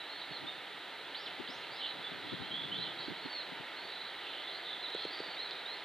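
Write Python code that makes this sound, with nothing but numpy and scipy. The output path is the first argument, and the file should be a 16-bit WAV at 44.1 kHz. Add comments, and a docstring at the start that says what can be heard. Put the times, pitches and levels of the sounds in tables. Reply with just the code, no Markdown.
"""Songbirds twitter among the trees over a steady outdoor rush, and a light breeze buffets the microphone ports.
A small woodpecker knocks a few times on the rim of its hole in a soft, hollow trunk, its claws scraping bark.
Bird notes are gliding sines, knocks are struck trunk modes, and rush, breeze and scrapes are shaped noise.
The camera's sound is dull above 4 kHz, has two narrow notches and a faint hiss of its own."""
import sys
import numpy as np
from scipy import signal
from scipy.fft import rfft, irfft, next_fast_len
from scipy.io import wavfile
from scipy.ndimage import map_coordinates

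SR = 44100
rng = np.random.default_rng(int(sys.argv[2]) if len(sys.argv) > 2 else 0)


def unload_audio(sound):
    """Save the sound as a 16-bit wav file, at the path given as the first command line argument."""
    columns = np.transpose(np.atleast_2d(sound))
    # keep every value between -1 and 1, then stretch to whole-number steps
    steps = np.round(np.clip(columns, -1, 1) * 32767)
    wavfile.write(sys.argv[1], SR, steps.astype(np.int16))


N = 257632
TIME = np.arange(N) / SR


def undb(db):
    """Decibels to gain."""
    return 10 ** (np.asarray(db) / 20)


def unit(x):
    """Scale to rms 1."""
    return x / np.sqrt(np.mean(x ** 2) + 1e-18)


def colour(x, points):
    """Filter by a spectrum of (Hz, dB) points, joined by straight lines over log frequency."""
    hz, db = np.transpose(points)
    size = next_fast_len(x.shape[-1] + 2048)
    bins = np.maximum(np.fft.rfftfreq(size, 1 / SR), 1)
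    gain = undb(np.interp(np.log(bins), np.log(hz), db))
    return irfft(rfft(x, size) * gain, size)[..., :x.shape[-1]]


def walk(rate, size=N):
    """Smooth random wandering with a spread near 1, through `rate` random steps a second."""
    steps = rng.standard_normal(2048)
    return map_coordinates(steps, [np.arange(size) * rate / SR], order=2, mode="wrap")


def add(track, s, sound):
    """Mix a sound into a track at a time in seconds."""
    i = max(int(s * SR), 0)
    track[i:i + len(sound)] += sound[:max(N - i, 0)]


def woods(x, t60, wet_db, gap_s):
    """Trunks scatter a fading cloud of echoes that reaches both ports nearly alike."""
    t = TIME[:SR]
    # the echoes build up over the gap, then fade by 60 dB in t60 seconds
    fade = undb(-60 * t / t60) * (1 - np.exp(-(t / gap_s) ** 2))
    mid, side = rng.standard_normal((2, SR)) * fade / np.sqrt(np.sum(fade ** 2))
    echoes = [signal.fftconvolve(x, mid + sign * 0.12 * side)[:N] for sign in (1, -1)]
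    return x + undb(wet_db) * np.array(echoes)


def progress(length):
    """Run from 0 to 1 over a length in seconds."""
    return np.linspace(0, 1, int(length * SR))


def note(glide, db, trill_hz, waver=0.0079, flutter_db=2.5, uneven=0.206):
    """One bird note: a sine on a pitch path; the deeper its trill, the more it pulses."""
    trill_rate_hz, trill_pulse_db_per_hz = 68, 0.0115
    edge_s = 0.0068  # attack and release
    size = len(glide)
    rate = trill_rate_hz * (1 + uneven * walk(49.4, size))
    trill = trill_hz * np.sin(2 * np.pi * (rng.random() + np.cumsum(rate) / SR))
    hz = glide * (1 + waver * walk(244.0, size)) + trill
    edges = signal.windows.tukey(size, min(2 * edge_s * SR / size, 1))
    # the note dips wherever the trill lifts its pitch
    swell = edges * undb(db + flutter_db * walk(108, size) - trill_pulse_db_per_hz * trill)
    return swell * np.sin(2 * np.pi * np.cumsum(hz) / SR)


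def songbirds(pan_db=-3.0):
    """Arched calls, gently bowed whistles and straight buzzes, all echoing among the trees."""
    # Arched calls. Each row: start in seconds, length in seconds, top in Hz,
    # opening level in dB, closing level in dB (both as at the foot pitch).
    arches = [(1.143, .146, 5600, -42, -43.5), (1.472, .178, 6700, -39, -47.5)]
    # Every arch leaps up, climbs on slowly and drops back.
    # Each row: share of its length, share of its rise from foot to top.
    arch_shape = [(0, 0.07), (.09, .52), (.21, .69), (.54, 1), (.74, .9), (.85, .37), (1, 0.026)]
    # Slurred whistles. Each row: start in seconds, length in seconds, first Hz, last Hz, level in dB.
    whistles = [(0, 0.023, 3900, 3720, -41), (0.092, 0.099, 4130, 4260, -47.5),
                (0.309, 0.069, 4390, 4030, -43.5), (0.464, 0.053, 3530, 3595, -43),
                (1.704, .075, 4300, 5350, -46), (2.035, 0.042, 3400, 3400, -46.5),
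                (2.427, 0.069, 3090, 3200, -48.5), (2.507, 0.1475, 3220, 3396, -42),
                (2.712, 0.063, 2865, 3640, -40), (2.777, 0.092, 3810, 4060, -43.5),
                (3.214, 0.057, 4350, 4170, -47.5), (3.294, .092, 4450, 4190, -41),
                (3.381, 0.044, 4300, 3670, -42), (3.76, 0.153, 4220, 4510, -48),
                (4.82, .05, 4174, 3570, -41.5), (4.86, .24, 3790, 4370, -46.5),
                (5.102, 0.25, 4610, 4460, -44.5), (5.359, 0.081, 3555, 4354, -42.5),
                (5.653, 0.099, 3666, 4330, -42.5)]
    # Buzzy trills. Each row: start in seconds, length in seconds, first Hz, last Hz, level in dB.
    buzzes = [(.185, 0.064, 4270, 4030, -46.5), (1.777, 0.14, 4090, 4130, -45),
              (1.798, 0.079, 3460, 3160, -43), (2.288, 0.069, 3565, 3800, -47.5),
              (2.773, 0.14, 3450, 3406, -47.5), (2.982, 0.078, 4110, 4920, -45),
              (3.883, 0.2, 3990, 4240, -48.5), (4.202, .22, 3030, 3460, -51),
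              (4.471, .12, 3755, 4760, -45.5), (4.647, 0.11, 3875, 3650, -46),
              (4.928, 0.136, 3610, 3470, -49), (5.444, 0.16, 4136, 4050, -47.5)]
    arch_foot_hz, arch_trill_hz = 2310, 61
    arch_db_per_hz = -.0003  # the call weakens as it climbs
    whistle_bow_hz = 91  # lift in the middle of a note
    whistle_trill_hz_per_s = 670  # the longer a whistle, the deeper its trill
    buzz_trill_hz = 293  # depth

    out = np.zeros(N)
    for s, length, top, opening_db, closing_db in arches:
        u = progress(length)
        rise = (top - arch_foot_hz) * np.interp(u, *np.transpose(arch_shape))
        db = opening_db + (closing_db - opening_db) * u + arch_db_per_hz * rise
        add(out, s, note(arch_foot_hz + rise, db, arch_trill_hz))
    for s, length, first, last, db in whistles:
        u = progress(length)
        glide = first + (last - first) * u + whistle_bow_hz * np.sin(np.pi * u)
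        add(out, s, note(glide, db, whistle_trill_hz_per_s * length))
    for s, length, first, last, db in buzzes:
        glide = first + (last - first) * progress(length)
        add(out, s, note(glide, db, buzz_trill_hz, waver=0.0261))
    balance = undb(np.array([[pan_db], [-pan_db]]) / 2)
    return woods(out, t60=0.36, wet_db=-2, gap_s=0.0025) * balance


def far_birds(swing_db=6, wander_rate=22):
    """Distant song, blurred by the woods into narrow noise bands that come and go."""
    # Loudness of the distant song. Each row: time in seconds, level in dB on the right, ahead of the echoes.
    chorus = [(0, -56), (.9, -58), (1.8, -56.5), (3.1, -49.5), (3.6, -68), (4.2, -51.5), (5, -50.5),
              (5.8, -62)]
    out = 0
    for hz in np.linspace(3200, 4300, 6):
        band_filter = signal.butter(2, [hz * .965, hz * 1.035], "band", fs=SR, output="sos")
        band = signal.sosfilt(band_filter, rng.standard_normal(N))
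        out = out + band * undb(swing_db * np.tanh(walk(wander_rate)))
    song = unit(out) * undb(np.interp(TIME, *np.transpose(chorus)))
    return woods(song, t60=0.21, wet_db=-5.5, gap_s=0.01) * undb(np.array([[-3], [0]]))


def rush(start_db=-45.705, pan_db=-1.85, rise_db=1.59):
    """The even outdoor rush: noise that slowly grows, its ports differing most in the lowest part."""
    # Tone of the rush. Each row: frequency in Hz, relative level in dB.
    rush_spectrum = [(80, -16.5), (160, -10.5), (280, -3), (400, 0.16), (560, -1.15), (800, 1.2),
                     (1600, 0.54), (2050, 2.5), (2400, -3), (3100, -0.4), (3900, -0.94), (4600, -4.5),
                     (12000, -14)]
    # How far the ports differ. Each row: frequency in Hz, side over mid in dB.
    rush_width = [(60, 5), (120, -20), (200, -28), (380, -16), (1300, -21.5), (2400, -24.5), (4400, -10.5)]
    mid, side = colour(rng.standard_normal((2, N)), rush_spectrum)
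    ports = unit(mid + np.array([[1], [-1]]) * colour(side, rush_width))
    sway_db = .25 * walk(3)
    balance_db = np.array([[pan_db], [-pan_db]]) / 2
    return ports * undb(start_db + rise_db * TIME / TIME[-1] + sway_db + balance_db)


def breeze(patchy_db=6, flutter_rate=24, lee_db=-5):
    """Each port flutters on its own as the breeze swells, less on the lee side; strong eddies thud as they pass."""
    # Strength of the breeze. Each row: time in seconds, level in dB on the windward (left) port.
    gusts = [(0, -75), (.45, -58.5), (.9, -67), (1.95, -59.5), (2.25, -50), (2.85, -51.5), (3.15, -62.5),
             (4.3, -70.5), (5.84, -75)]
    # The strongest eddies. Each row: start in seconds, length in seconds, level in dB,
    # lean to the left in dB (scaled by nearly nine tenths below).
    eddies = [(0.307, 0.019, -52, -12), (0.417, 0.047, -52, -5), (1.393, .021, -48.5, 21),
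              (1.485, 0.023, -54, 19), (2.112, 0.02, -56, 21), (2.311, 0.041, -46, 12),
              (2.395, 0.035, -53, 20), (2.639, 0.027, -55, 0), (3.077, 0.016, -41.5, -6),
              (3.09, 0.051, -48, -8.5), (3.247, 0.02, -45.5, -13), (3.516, 0.022, -52, 14),
              (3.595, 0.018, -57, 20), (3.849, 0.014, -60, 16)]
    # Tone of the turbulence. Each row: frequency in Hz, relative level in dB.
    eddy_spectrum = [(60, -8.5), (130, -1.5), (190, 1.5), (300, 0.5), (420, -8.5), (700, -28), (2000, -55)]
    ports, strength_db = [], np.interp(TIME, *np.transpose(gusts))
    for side, shelter_db in ((0.9, 0), (-0.87, lee_db)):
        air = unit(colour(rng.standard_normal(N), eddy_spectrum))
        out = air * undb(strength_db + shelter_db + patchy_db * np.tanh(walk(flutter_rate)))
        for s, length, db, pan_db in eddies:
            puff = air[int(s * SR):][:int(length * SR)]
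            thud = unit(puff * signal.windows.tukey(len(puff), .7))
            add(out, s, undb(db + side * pan_db / 2) * thud)
        ports.append(out)
    return np.array(ports)


def woodpecker(tick_s=0.00066, build_s=.0028):
    """The beak ticks on the bark; the hollow trunk swells into a short, dead knock."""
    # Pecks. Each row: start in seconds, peak level of the knock in dB, level of the beak tick in dB,
    # contact time in seconds; levels are on the right, ahead of the echoes.
    pecks = [(.393, -54, -37, .0004), (4.903, -46, -22, .0004), (4.9473, -30, -20.5, 0.00011),
             (5.0501, -30, -18, 0.00039), (5.104, -43, -42, .0006), (5.201, -30.5, -27, 0.00053),
             (5.2767, -43, -47, 0.0025), (5.796, -57, -33, 0.00037)]
    # Ringing modes of the trunk. Each row: frequency in Hz, relative level in dB, 60 dB decay in seconds.
    trunk_modes = [(166, -14, 0.051), (373, -2, 0.028), (422, 11, 0.015), (446, 3.5, 0.024),
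                   (706, -0.5, 0.022)]
    # Tone of the beak tick. Each row: frequency in Hz, gain in dB.
    beak_spectrum = [(1500, -23), (4500, -10), (7800, 10), (12000, -1)]
    out, t = np.zeros(N), TIME[:SR // 8]
    ring = sum(undb(db - 60 * t / t60) * np.sin(2 * np.pi * hz * t) for hz, db, t60 in trunk_modes)
    ring = ring * (1 - np.exp(-(t / build_s) ** 2))
    for s, knock_db, tick_db, contact_s in pecks:
        # a longer contact leaves the upper modes quiet
        push = t * np.exp(-2 * t / contact_s)
        knock = signal.fftconvolve(ring, push)[:len(t)]
        tick = colour(rng.standard_normal(len(t)), beak_spectrum) * np.exp(-t / tick_s)
        add(out, s, undb(knock_db) * knock / np.abs(knock).max() + undb(tick_db) * tick)
    return woods(out, t60=0.29, wet_db=-25, gap_s=.01) * undb(np.array([[-1.5], [0]]))


def claws(grit=1.0):
    """Claws drag over bark: a dense run of tiny, uneven snaps."""
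    # Claws shifting on the bark. Each row: start in seconds, length in seconds, level in dB before the fades.
    scrapes = [(4.968, 0.124, -49), (5.106, 0.16, -50.5), (5.427, .15, -51), (5.755, .06, -57)]
    # Tone of the bark. Each row: frequency in Hz, relative level in dB.
    bark_spectrum = [(800, -22), (2500, -6), (5000, 13), (7000, -9), (10000, -17)]
    out = np.zeros(N)
    for s, length, db in scrapes:
        size = int(length * SR)
        strength = rng.standard_normal(size) * np.exp(grit * rng.standard_normal(size))
        snaps = strength * (rng.random(size) < .04)  # one sample in 25 snaps
        scrape = unit(colour(snaps, bark_spectrum)) * signal.windows.tukey(size, .5)
        add(out, s, undb(db) * scrape)
    return out


def scene():
    """Everything that reaches the two ports; sound from the trees arrives at the left one a little earlier."""
    port_lag_s = .000016  # from the left port to the right one
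    left, right = songbirds() + far_birds() + rush()
    right = map_coordinates(right, [np.arange(N) - port_lag_s * SR], order=5, mode="nearest")
    return np.array([left, right]) + woodpecker() + claws() + breeze()


def record(dry, hiss_db=-66.0, top_hz=15700):
    """The camera dulls the treble, notches two narrow bands, adds its hiss and cuts the top."""
    # Response of the microphone. Each row: frequency in Hz, gain in dB.
    microphone = [(25, -33), (50, -21), (80, -8.5), (130, -1), (200, 1), (4100, 1), (4400, -5.5),
                  (4700, -7.5), (5050, -15.5), (5600, -19.5), (7000, -31), (8400, -32.5), (10000, -43)]
    # Narrow notches. Each row: centre in Hz, width in Hz.
    notches = [(221, 47), (1102, 125)]
    # Tone of the hiss. Each row: frequency in Hz, relative level in dB.
    hiss_spectrum = [(30, -15), (100, 6.5), (8000, -0.5), (11000, -3), (15500, -8)]
    sound = colour(dry, microphone)
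    for hz, width in notches:
        sound = signal.lfilter(*signal.iirnotch(hz, hz / width, fs=SR), sound)
    # each channel hisses on its own, with a little in common
    hiss = colour(rng.standard_normal((2, N)) + 0.24 * rng.standard_normal(N), hiss_spectrum)
    top_cut = signal.ellip(10, .1, 70, top_hz, fs=SR, output="sos")
    return signal.sosfilt(top_cut, sound + undb(hiss_db) * unit(hiss))


dry = scene()
out = record(dry)
unload_audio(out)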